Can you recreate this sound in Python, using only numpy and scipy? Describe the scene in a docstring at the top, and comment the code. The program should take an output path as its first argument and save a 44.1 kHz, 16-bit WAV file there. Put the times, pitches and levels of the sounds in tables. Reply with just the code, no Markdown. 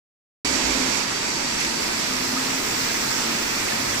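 """Carpet cleaner over foam

A carpet cleaning machine cuts in abruptly, already running in a carpeted room. Air roars through the
nozzle and rings in hose and housing, the suction turbine whines, a hollow drone wanders over mains hum.
At first the rush leans right and the rumble is fuller; then, as the head creeps over foam, a wet hiss
grows at the nozzle, which slurps and pops a bubble now and then."""
import sys
import numpy as np
from scipy import signal
from scipy.fft import rfft, irfft
from scipy.io import wavfile

SR = 44100
rng = np.random.default_rng(int(sys.argv[2]) if len(sys.argv) > 2 else 0)


def unload_wav(signal):
    """Save mono or channel-first audio to the path in sys.argv[1] as 16-bit WAV at rate SR, clipped to [-1, 1]."""
    wavfile.write(
        sys.argv[1],
        SR,
        np.round(np.clip(np.atleast_2d(signal).T, -1, 1) * 32767).astype(np.int16),
    )


N = 176400
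T = np.arange(N) / SR
HZ = np.maximum(np.arange(N // 2 + 1) * SR / N, 1)

# Suction strength, riding the whole machine: time_s, gain_db
SUCTION = [(.45, -.6), (1.1, -1.2), (2.3, -.6), (3.1, 0), (3.5, -.5)]
# Air roar on the nearer, right side: freq_hz, level_db_per_hz
AIR_SPECTRUM = [(20, -69.5), (35, -101), (80, -76.5), (125, -64.5), (160, -68.5), (210, -58), (350, -58),
                (450, -60), (600, -61.5), (1100, -63), (1500, -61.5), (2050, -60.5), (2700, -61.5),
                (3050, -65), (3650, -63.5), (4250, -62), (4800, -60.5), (5850, -60), (6900, -64.5),
                (7750, -65), (8400, -74), (9000, -76.5), (10600, -75.5), (13000, -81), (15500, -84)]
# Hose and housing resonances: pitch_hz, early_level_db, late_level_db
HOSE_RESONANCES = [(48, -50, -53), (59, -51.5, -55), (140, -50, -49), (172, -50, -55), (226, -48, -51),
                   (284, -46, -49.5), (349, -45, -49.5), (678, -52, -50.5), (898, -42.5, -45),
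                   (975, -43.5, -45), (1252, -47, -45), (1645, -53, -47), (1930, -47, -45.5),
                   (2090, -45, -46), (2290, -46, -45.5), (2540, -45.5, -47), (2650, -45.5, -46.5),
                   (3900, -48, -49), (4640, -42, -44), (5130, -47, -45.5), (5440, -43.5, -43),
                   (5705, -43, -42.5)]
# Crossfade between them as the head creeps on: time_s, late_share
HOSE_CROSSFADE = [(1.5, 0), (2.4, 1)]

# Turbine shaft speed: time_s, turns_per_s
SHAFT_SPEED = [(2.8, 382.6), (3.6, 385), (4, 385.6)]
# Partials of the whine: shaft_multiple, right_db, left_db, fade_db_per_s
WHINE_PARTIALS = [(5, -45, -46, -.5), (6, -37, -51, -1.7), (12, -35, -42.5, 0)]
# Swell and pan of the whine: time_s, left_gain_db, right_gain_db
WHINE_RIDE = [(.95, -2, 1), (1.1, 1.5, -1.5), (1.8, 1.5, -1.5), (2.15, -2, -8), (3.1, -4, -8),
              (3.5, -7, -4.5)]
# Wandering hollow drone: time_s, pitch_hz, level_db
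DRONE_PATH = [(.45, 262, -38), (.85, 258, -35), (1.05, 258, -43.5), (1.9, 250, -48), (2.15, 252, -38),
              (2.4, 264, -33), (2.7, 265, -40.5), (2.95, 260, -42.5), (3.22, 248, -38.5), (3.5, 246, -55),
              (4, 250, -47)]
# Lower tone that beats with it late on: time_s, level_db
LOW_TONE_RIDE = [(3.1, -67), (3.32, -32), (3.52, -48.5), (4, -46)]
# Mains hum of the motor: time_s, level_db
HUM_RIDE = [(.45, -55), (3, -56), (3.8, -45.5)]

# Wet hiss at the nozzle: freq_hz, level_db_per_hz
HISS_SPECTRUM = [(600, -69.5), (1200, -68), (1600, -62.5), (2100, -61.5), (3200, -80), (7000, -95),
                 (9500, -71.5), (11500, -74.5), (13100, -75), (15200, -90)]
# Its build: time_s, gain_db
HISS_RIDE = [(.45, -28), (1.55, -14), (1.9, -3.5), (2.65, -5), (2.85, -3.5), (3.3, -5.5), (3.65, -2),
             (4, -3)]
# Thin sizzle on top: freq_hz, level_db_per_hz
SIZZLE_SPECTRUM = [(12500, -105), (14200, -69)]
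# Its build: time_s, gain_db
SIZZLE_RIDE = [(1.4, -20), (1.9, -8), (2.95, -.5), (3.7, -3.5)]
# Gulps of foam: peak_s, width_s, body_gain_db, spray_gain_db
SLURP_CUES = [(1.62, 0.02, 3.5, .5), (2.86, .06, -8, -7.5), (3.2, 0.061, -7, -10), (3.71, 0.062, -4, -10)]
# Midrange body of a slurp: freq_hz, level_db_per_hz
BODY_SPECTRUM = [(700, -84), (1600, -64.5), (2500, -60.5), (3500, -75), (6000, -66), (10000, -95)]
# Bright spray of a slurp: freq_hz, level_db_per_hz
SPRAY_SPECTRUM = [(2500, -79), (5800, -63.5), (8500, -79), (10500, -72), (13200, -79), (15000, -88)]
# Bubbles popping in the nozzle: peak_s, pitch_hz, level_db
BUBBLE_CUES = [(1.618, 2050, -32), (2.375, 1270, -33), (2.908, 1620, -34), (3.725, 1770, -29)]

# Opening rush on the right: freq_hz, level_db_per_hz
RUSH_SPECTRUM = [(300, -89), (520, -57), (700, -62.5), (940, -60), (1400, -63), (2300, -60.5),
                 (3200, -65.5), (4550, -62), (5700, -60.5), (7500, -62.5), (9000, -77.5), (12000, -77.5),
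                 (15000, -99)]
# Opening rumble: freq_hz, level_db_per_hz
RUMBLE_SPECTRUM = [(30, -89), (58, -54), (85, -77), (150, -64.5), (270, -55), (380, -57), (550, -72),
                   (900, -92)]

# Tone of the left side against the right: freq_hz, gain_db
LEFT_SHADE = [(270, 0.5), (520, -2.7), (950, 0.3), (1450, -5), (2200, -2), (3200, -2), (4000, -7),
              (5700, -7), (6700, -5), (7400, 0.5), (8800, 1), (10000, -10), (13000, -11), (15000, -15)]
# How far the left side trails: freq_hz, lag_rad
LEFT_LAG = [(90, 0), (250, 0.5), (350, 0.81), (690, 3), (1300, 6.5), (2380, 9.5)]
# Likeness of left and right: freq_hz, correlation
STEREO_LIKENESS = [(50, .995), (120, 0.93), (300, 0.77), (450, 0.56), (700, 0.33), (1300, 0.39),
                   (2400, 0.14), (4400, 0)]


def air_roar(bands=16, turbulence_db=.97, turbulence_hz=9.2):
    """Turbulent air in the nozzle: overlapping noise bands swell and sink on their own."""
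    spectrum = stereo_noise() * from_db(over_hz(AIR_SPECTRUM))
    band_position = np.interp(np.log(HZ), np.log([150, 15000]), [0, bands - 1])
    out = 0
    for k in range(bands):
        band = irfft(spectrum * np.maximum(1 - abs(band_position - k), 0), N)
        out = out + band * from_db(turbulence_db * drift(turbulence_hz))
    return out


def hose_ring():
    """Air noise rings in hose and housing; the balance shifts as the head creeps on."""
    noise = stereo_noise()
    late_share, = over_time(HOSE_CROSSFADE)
    early = irfft(noise * np.sqrt(resonance_power(late=False)), N)
    late = irfft(noise * np.sqrt(resonance_power(late=True)), N)
    return early * (1 - late_share) + late * late_share


def resonance_power(late, base_width_hz=7, width_share=.011):
    """Power per Hz in the hose and housing resonances; higher ones are wider."""
    power = 0
    for hz, early_db, late_db in HOSE_RESONANCES:
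        peak = 1 / (1 + ((HZ - hz) / (base_width_hz + width_share * hz)) ** 2) ** 2
        area = peak.sum() * SR / N
        power = power + from_db(late_db if late else early_db) ** 2 * peak / area
    return power


def turbine_whine(jitter=.0004, flutter_db=1.2, smear_depth=.35, smear_hz=22, left_lag_s=.0006):
    """The turbine sings at multiples of its shaft speed; moving air flutters and smears each partial."""
    speed, = over_time(SHAFT_SPEED)
    turns = np.cumsum(speed * (1 + jitter * drift(8.2))) / SR
    out = np.zeros((2, N))
    for multiple, right_db, left_db, fade_db_per_s in WHINE_PARTIALS:
        for ear, (db, lag_s) in enumerate([(left_db, left_lag_s), (right_db, 0)]):
            smear = 1 + smear_depth * (drift(smear_hz) + 1j * drift(smear_hz))
            tone = np.real(smear * np.exp(2j * np.pi * multiple * (turns - speed * lag_s)))
            flutter = from_db(flutter_db * drift(4))
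            out[ear] += from_db(db + fade_db_per_s * T) * rms_one(tone * flutter)
    return out * from_db(over_time(WHINE_RIDE))


def drone_and_hum(waver_hz=1.5, rough_db=1.5, low_hz=228.2, mains_hz=100):
    """A hollow, wavering tone and a lower one beat over the motor's mains hum."""
    hz, db = over_time(DRONE_PATH)
    cycles = np.cumsum(hz + waver_hz * drift(12)) / SR
    hollow = np.sin(2 * np.pi * cycles) * from_db(db + rough_db * drift(38))
    low = np.sin(2 * np.pi * low_hz * T) * ride(LOW_TONE_RIDE) * from_db(rough_db * drift(7.5))
    hum = np.sin(2 * np.pi * mains_hz * T) * ride(HUM_RIDE)
    lean_left = from_db([[0], [-1]])
    return np.sqrt(2) * (hollow * lean_left + low + hum)


def wet_hiss():
    """Foam at the nozzle: a growing hiss with a thin sizzle on top."""
    hiss = coloured_noise(HISS_SPECTRUM) * ride(HISS_RIDE)
    sizzle = coloured_noise(SIZZLE_SPECTRUM) * ride(SIZZLE_RIDE)
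    return hiss + sizzle


def slurps(gurgle_db=3.5, gurgle_hz=40):
    """Foam is sucked in with short, gurgling swells of wet noise."""
    body, spray = coloured_noise(BODY_SPECTRUM), coloured_noise(SPRAY_SPECTRUM)
    out = 0
    for peak_s, width_s, body_db, spray_db in SLURP_CUES:
        swell = np.exp(-.5 * ((T - peak_s) / width_s) ** 2)
        out = out + (body * from_db(body_db) + spray * from_db(spray_db)) * swell
    return out * from_db(gurgle_db * drift(gurgle_hz))


def bubble_pops(width_s=.006, chirp_hz_per_s=4000):
    """Each popping bubble rings as a tiny blip that rises in pitch."""
    out = 0
    for peak_s, hz, db in BUBBLE_CUES:
        t = T - peak_s
        envelope = from_db(db) * np.exp(-.5 * (t / width_s) ** 2)
        out = out + envelope * np.sin(2 * np.pi * t * (hz + .5 * chirp_hz_per_s * t))
    return np.sqrt(2) * out


def opening_rush(end_s=1.075, fade_s=.09, rings_above_hz=550):
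    """Extra air, hard right, rings in the hose, holds and falls away."""
    air_power = from_db(over_hz(AIR_SPECTRUM)) ** 2
    ringing = np.sqrt(1 + resonance_power(late=False) * (HZ > rings_above_hz) / air_power)
    rush = irfft(rfft(coloured_noise(RUSH_SPECTRUM)) * ringing, N)
    return rush * np.clip((end_s - T) / fade_s, 0, 1) * [[0], [1]]


def opening_rumble(end_s=1, fade_s=.16):
    """Low noise adds weight at first, then falls away."""
    return coloured_noise(RUMBLE_SPECTRUM) * np.clip((end_s - T) / fade_s, 0, 1)


def room(x, t60_s=.2, wet_db=-13, low_cut_hz=400):
    """Short reflections, different at each ear, comb the sound above the bass."""
    tail = rng.standard_normal((2, N)) * from_db(-60 * T / t60_s)
    wet = from_db(wet_db) * HZ / np.hypot(HZ, low_cut_hz)
    reflections = rfft(tail / np.sqrt(np.sum(tail[0] ** 2)))
    return irfft(rfft(x) * (1 + wet * reflections) / np.sqrt(1 + wet ** 2), N)


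def stereo_noise():
    """Noise spectrum, narrow in the bass and wide on top: flat on the right, late and shaded left."""
    mid, side = rfft(rng.standard_normal((2, N))) * np.sqrt(SR / 2)
    likeness = over_hz(STEREO_LIKENESS)
    mid, side = mid * np.sqrt((1 + likeness) / 2), side * np.sqrt((1 - likeness) / 2)
    left = (mid + side) * from_db(over_hz(LEFT_SHADE)) * np.exp(-1j * over_hz(LEFT_LAG))
    return np.array([left, mid - side])


def coloured_noise(spectrum):
    """Stereo noise shaped by a spectrum table."""
    return irfft(stereo_noise() * from_db(over_hz(spectrum)), N)


def drift(rate_hz):
    """Random wobble of rms 1, mostly slower than rate_hz."""
    return rms_one(irfft(rfft(rng.standard_normal(N)) / (1 + (HZ / rate_hz) ** 2), N))


def over_hz(table):
    """A frequency table's value at every bin."""
    hz, values = np.transpose(table)
    return np.interp(np.log(HZ), np.log(hz), values)


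def over_time(table):
    """Each value column of a time table at every sample."""
    times, *columns = np.transpose(table)
    return [np.interp(T, times, column) for column in columns]


def ride(table):
    """A fader move in dB, as gain at every sample."""
    return from_db(over_time(table)[0])


def from_db(db):
    """Decibels to gain."""
    return 10 ** (np.asarray(db) / 20)


def rms_one(x):
    """Scale to rms 1."""
    return x / np.sqrt(np.mean(x ** 2) + 1e-20)


def scene():
    """Machine and foam follow the suction; the opening rush and rumble sit on top."""
    machine = room(air_roar()) + hose_ring() + turbine_whine() + drone_and_hum()
    foam = wet_hiss() + slurps() + bubble_pops()
    return (machine + foam) * ride(SUCTION) + opening_rush() + opening_rumble()


def record(dry):
    """A hard cut in from silence, with a steep high cut."""
    start_s, fade_s, cutoff_hz = .447, .002, 15300
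    gate = np.clip((T - start_s) / fade_s, 0, 1)
    high_cut = signal.ellip(12, .1, 80, cutoff_hz, fs=SR, output="sos")
    return signal.sosfilt(high_cut, dry * gate + 1e-18)


dry = scene()
out = record(dry)
unload_wav(out)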